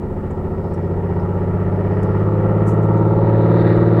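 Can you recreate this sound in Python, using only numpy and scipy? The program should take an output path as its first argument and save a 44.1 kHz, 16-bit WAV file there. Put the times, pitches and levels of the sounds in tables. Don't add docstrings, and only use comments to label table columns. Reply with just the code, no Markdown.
import sys
import numpy as np
from scipy import signal
from scipy.fft import rfft, irfft
from scipy.io import wavfile
from scipy.ndimage import uniform_filter1d

SR = 44100
rng = np.random.default_rng(int(sys.argv[2]) if len(sys.argv) > 2 else 0)


def output_pcm(signal):
    pcm = np.clip(np.atleast_2d(signal).T, -1, 1) * 32767
    wavfile.write(sys.argv[1], SR, np.round(pcm).astype(np.int16))


N = 176400

# (boom place [cycles], boom level [dB], bark place [cycles], bark level [dB])
CYLINDERS = [(0.11, -0.04, -.038, 1.37), (.263, -4, .263, -2.5), (0.456, -3.5, .396, 0.5),
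             (.599, 1.5, .476, 1.53), (.776, 5, .667, -1), (0.888, 0.06, .826, 2.5)]


def plane():
    firing_rate = [(0.0, 85.4), (0.4, 88.3), (1.0, 93.52), (1.5, 96.26), (2.0, 100.3), (2.6, 106.4),
                   (3.0, 108.7), (3.5, 112.1), (4.0, 112.6)]
    cycle_hz = curve(firing_rate) / len(CYLINDERS)
    cycles = np.cumsum(cycle_hz) / SR
    revs = (cycle_hz - cycle_hz.min()) / np.ptp(cycle_hz)
    throb_db = 2 * (1 - revs) * np.cos(2 * np.pi * (cycles - .49))
    grit = roar(revs, throb_db) + rasp(cycles, throb_db) + snarl(cycles) + edge(cycles) + hiss(cycles)
    return drone(cycle_hz, cycles, revs) + grit


def drone(cycle_hz, cycles, revs):
    # (multiple of the cycle rate, level at lowest speed [dB], level at highest speed [dB])
    harmonics = [(4, -19, -29), (5, -28, -27), (6, -21, -7), (7, -29.5, -32.5), (8, -38.5, -42),
                 (9, -29.5, -29.5), (10, -49.5, -42.5), (11, -39.5, -36.5), (12, -53, -28.5),
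                 (13, -69.5, -27), (14, -41.5, -25), (15, -41, -32), (16, -33.5, -18), (17, -30.5, -32.5),
                 (18, -26, -27), (19, -44, -37), (20, -41.5, -37.5), (21, -38, -57), (22, -44.5, -37.5),
                 (23, -47.5, -41), (24, -52, -38), (25, -43, -38), (26, -51.5, -43.5), (27, -45.5, -42.5),
                 (28, -63, -41.5), (29, -68, -53), (30, -46.5, -38), (31, -51.5, -55), (32, -59.5, -55),
                 (33, -58.5, -52), (34, -59, -44.5), (35, -52.5, -54), (36, -58.5, -52), (37, -59, -55.5),
                 (38, -54, -38)]
    path_eq = [(55, -17.5), (100, -5), (127, -10.5), (143, 0), (178, 15.5), (210, 6), (228, -8.5),
               (255, -9.5), (278, -21.5), (300, -9), (350, 9), (425, 9.5), (475, 3.5), (520, 10.5),
               (590, 7.5), (720, -3)]
    flutter_db, flutter_rad, flutter_per_s, flutter_ref_hz = 1.73, .26, 5.98, 404
    bark_from_multiple, bark_drift_cycles = 15, .049
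    boom_place, boom_db, bark_place, bark_db = np.array(CYLINDERS).T
    out = np.zeros(N)
    for multiple, slow_db, fast_db in harmonics:
        hz = multiple * cycle_hz
        is_bark = multiple >= bark_from_multiple
        place, db = (bark_place, bark_db) if is_bark else (boom_place, boom_db)
        phase = np.angle(np.sum(undb(db) * np.exp(-2j * np.pi * multiple * place)))
        if is_bark:
            phase -= 2 * np.pi * multiple * bark_drift_cycles * (revs - .5)
        shake = hz / flutter_ref_hz
        level_db = slow_db + (fast_db - slow_db) * revs + flutter_db * shake * walk(flutter_per_s)
        phase += flutter_rad * shake * walk(flutter_per_s)
        out += undb(level_db) * gain_at(hz, path_eq) * np.cos(2 * np.pi * multiple * cycles + phase)
    return np.sqrt(2) * undb(-.5) * out


def firings(cycles):
    echoes = [(.0031, 0.65), (.0074, 0.44), (.0127, .55), (.0213, 0.54)]
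    jitter_s, scatter_db, puff_decay_cycles, puff_db = .00006, 1.3, .26, 1
    cracks, puffs = np.zeros(N), np.zeros(N)
    for _, _, place, db in CYLINDERS:
        timing, force = rng.standard_normal((100, 2)).T
        at = np.interp(np.arange(len(timing)) + place, cycles, np.arange(N), left=-N, right=2 * N)
        at += jitter_s * SR * timing
        heard = (at >= 0) & (at < N)
        np.add.at(cracks, at[heard].astype(int), undb(db + scatter_db * force[heard]))
        puffs += undb(db) * np.exp(-((cycles - place) % 1) / puff_decay_cycles)
    cracks += sum(gain * np.roll(cracks, int(delay * SR)) for delay, gain in echoes)
    return unit(cracks) + undb(puff_db) * unit(puffs * noise())


def roar(revs, throb_db):
    eq = [(50, -8.5), (90, -2.5), (130, -10), (180, -3), (240, -8), (278, -10.5), (330, -4), (420, -2.5),
          (475, -5.5), (540, -2.5), (650, -6.5), (1000, -26)]
    return colour(noise(), eq) * undb(-37 + 9.5 * revs + 2 * throb_db)


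def rasp(cycles, throb_db):
    eq = [(200, -41), (320, -19), (480, -7.5), (600, -1), (660, -3.5), (720, 3), (785, -1.5), (850, 8.5),
          (950, 1.5), (1060, -10.5), (1300, -30.5), (3000, -55)]
    fader = [(0, -40), (.5, -40), (1, -36), (1.55, -36.5), (2.2, -33.5), (2.9, -30.5), (3.3, -31.5),
             (3.7, -31), (4, -30)]
    return colour(firings(cycles), eq) * undb(curve(fader) + 1.5 + throb_db + 1.2 * walk(9))


def snarl(cycles):
    eq = [(700, -35.5), (1040, -13.5), (1120, -3), (1180, -1.5), (1240, -3), (1310, -0.5), (1390, -4),
          (1480, -13), (1640, -23), (3000, -45.5)]
    fader = [(0, -46.5), (.6, -46), (1.1, -43), (1.5, -39), (1.85, -39.5), (2.2, -36), (2.6, -36.5),
             (3.2, -36.5), (3.6, -34.5), (3.88, -32.5), (4, -35)]
    return colour(firings(cycles) + .49 * noise(), eq) * undb(curve(fader) + 1.1 * walk(9))


def edge(cycles):
    eq = [(1200, -28), (1550, -2.5), (1670, -2), (1870, 5), (2120, -9), (2330, -9), (2600, -16.5),
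          (2850, -14), (3400, -26), (5000, -48.5)]
    fader = [(0, -50), (.66, -50), (1.2, -47.5), (1.65, -41.5), (2.2, -43.5), (2.6, -44), (3.2, -46),
             (3.7, -38), (3.85, -46), (4, -39.5)]
    return colour(firings(cycles) + .7 * noise(), eq) * undb(curve(fader) - 3 + 1.8 * walk(14))


def hiss(cycles):
    hiss_eq = [(2800, -25.5), (3300, -10), (3600, 2), (4000, 1), (4300, -7), (4900, -14), (5600, -31.5)]  # (frequency [Hz], gain [dB])
    flare_eq = [(1200, -25), (1480, -2), (1580, 1), (1720, -2.5), (2000, -6), (2300, -17.5), (3000, -36)]  # (frequency [Hz], gain [dB])
    fader = [(0, -82.5), (2.2, -76), (2.8, -72), (3.1, -64.5), (3.4, -59.5), (3.68, -49.5), (3.85, -57),
             (4, -56)]
    sizzle = colour(firings(cycles) + noise(), hiss_eq) * undb(curve(fader) + 1.6 * walk(50))
    flare = colour(firings(cycles) + noise(), flare_eq) * undb(curve(fader) + 11.5)
    return sizzle + flare


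def breeze():
    wind_eq = [(8, -16.5), (20, -2), (30, -2), (45, -1), (70, -10), (120, -6), (300, -40)]  # (frequency [Hz], gain [dB])
    air_eq = [(1000, 4), (3000, 2), (5200, 0.5), (6200, -4), (7600, 1.5), (10000, -4.5), (15500, -2.5)]  # (frequency [Hz], gain [dB])
    return colour(noise(), wind_eq) * undb(-33) + colour(noise(), air_eq) * undb(-65)


def ticks():
    # (peak time [s], level [dB], rise [s], decay [s], centre [Hz], half-width [octaves])
    bursts = [(.311, -57, .003, 0.0055, 7300, 0.16), (.742, -57, 0.0075, 0.0084, 7900, .3),
              (.747, -60, 0.0061, .008, 5650, .04), (1.2, -60, .004, .01, 5130, .1),
              (2.034, -51, 0.0043, 0.0044, 7200, .45), (2.688, -49, 0.019, 0.028, 7400, .42),
              (2.835, -64, 0.013, .025, 7300, 0.3), (2.98, -64, 0.0063, .012, 6700, 0.16),
              (3.768, -64.5, 0.0052, 0.0058, 7100, .2)]
    t, out = np.arange(N) / SR, np.zeros(N)
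    hz = np.arange(1, N // 2 + 2) * SR / N
    for at, db, rise, decay, centre_hz, width in bursts:
        band = 1 / (1 + (np.log2(hz / centre_hz) / width) ** 2)
        friction = unit(irfft(rfft(noise()) * band, N))
        envelope = np.exp(-np.where(t < at, ((t - at) / rise) ** 2, (t - at) / decay))
        out += undb(db) * friction * envelope
    return out


def ripples():
    eq = [(3000, -16), (4200, -2.5), (5200, 1.5), (5700, -4), (6200, -21)]  # (frequency [Hz], gain [dB])
    fader = [(0, -93), (.7, -70.5), (1, -76), (1.2, -76.5), (1.55, -80.5), (2.05, -67), (2.4, -81.5),
             (4, -83.5)]
    return colour(noise(), eq) * undb(curve(fader) + 2 * walk(40))


def undb(db):
    return 10 ** (np.asarray(db) / 20)


def unit(x):
    return x / np.sqrt(np.mean(x ** 2))


def curve(rows):
    return np.interp(np.arange(N) / SR, *np.array(rows, float).T)


def gain_at(hz, eq):
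    knot_hz, db = np.array(eq, float).T
    return undb(np.interp(np.log(np.maximum(hz, 1)), np.log(knot_hz), db))


def colour(x, eq):
    hz = np.arange(N + 1) * SR / (2 * N)
    rolloff = 1 + (hz / eq[-1][0] / 2) ** 4
    cepstrum = irfft(np.log(gain_at(hz, eq) / rolloff))
    cepstrum[1:N] *= 2
    cepstrum[N + 1:] = 0
    return unit(irfft(rfft(x, 2 * N) * np.exp(rfft(cepstrum)))[:N])


def noise():
    return rng.standard_normal(N)


def walk(per_s):
    knots = rng.standard_normal(400)
    zigzag = np.interp(np.arange(N) / SR * per_s, np.arange(len(knots)), knots)
    return unit(uniform_filter1d(zigzag, int(SR / per_s / 2)))


def scene():
    return (plane() + breeze() + ticks() + ripples())[None]


def record(dry):
    return signal.sosfilt(signal.ellip(10, .2, 90, 15700, fs=SR, output="sos"), dry)


dry = scene()
out = record(dry)
output_pcm(out)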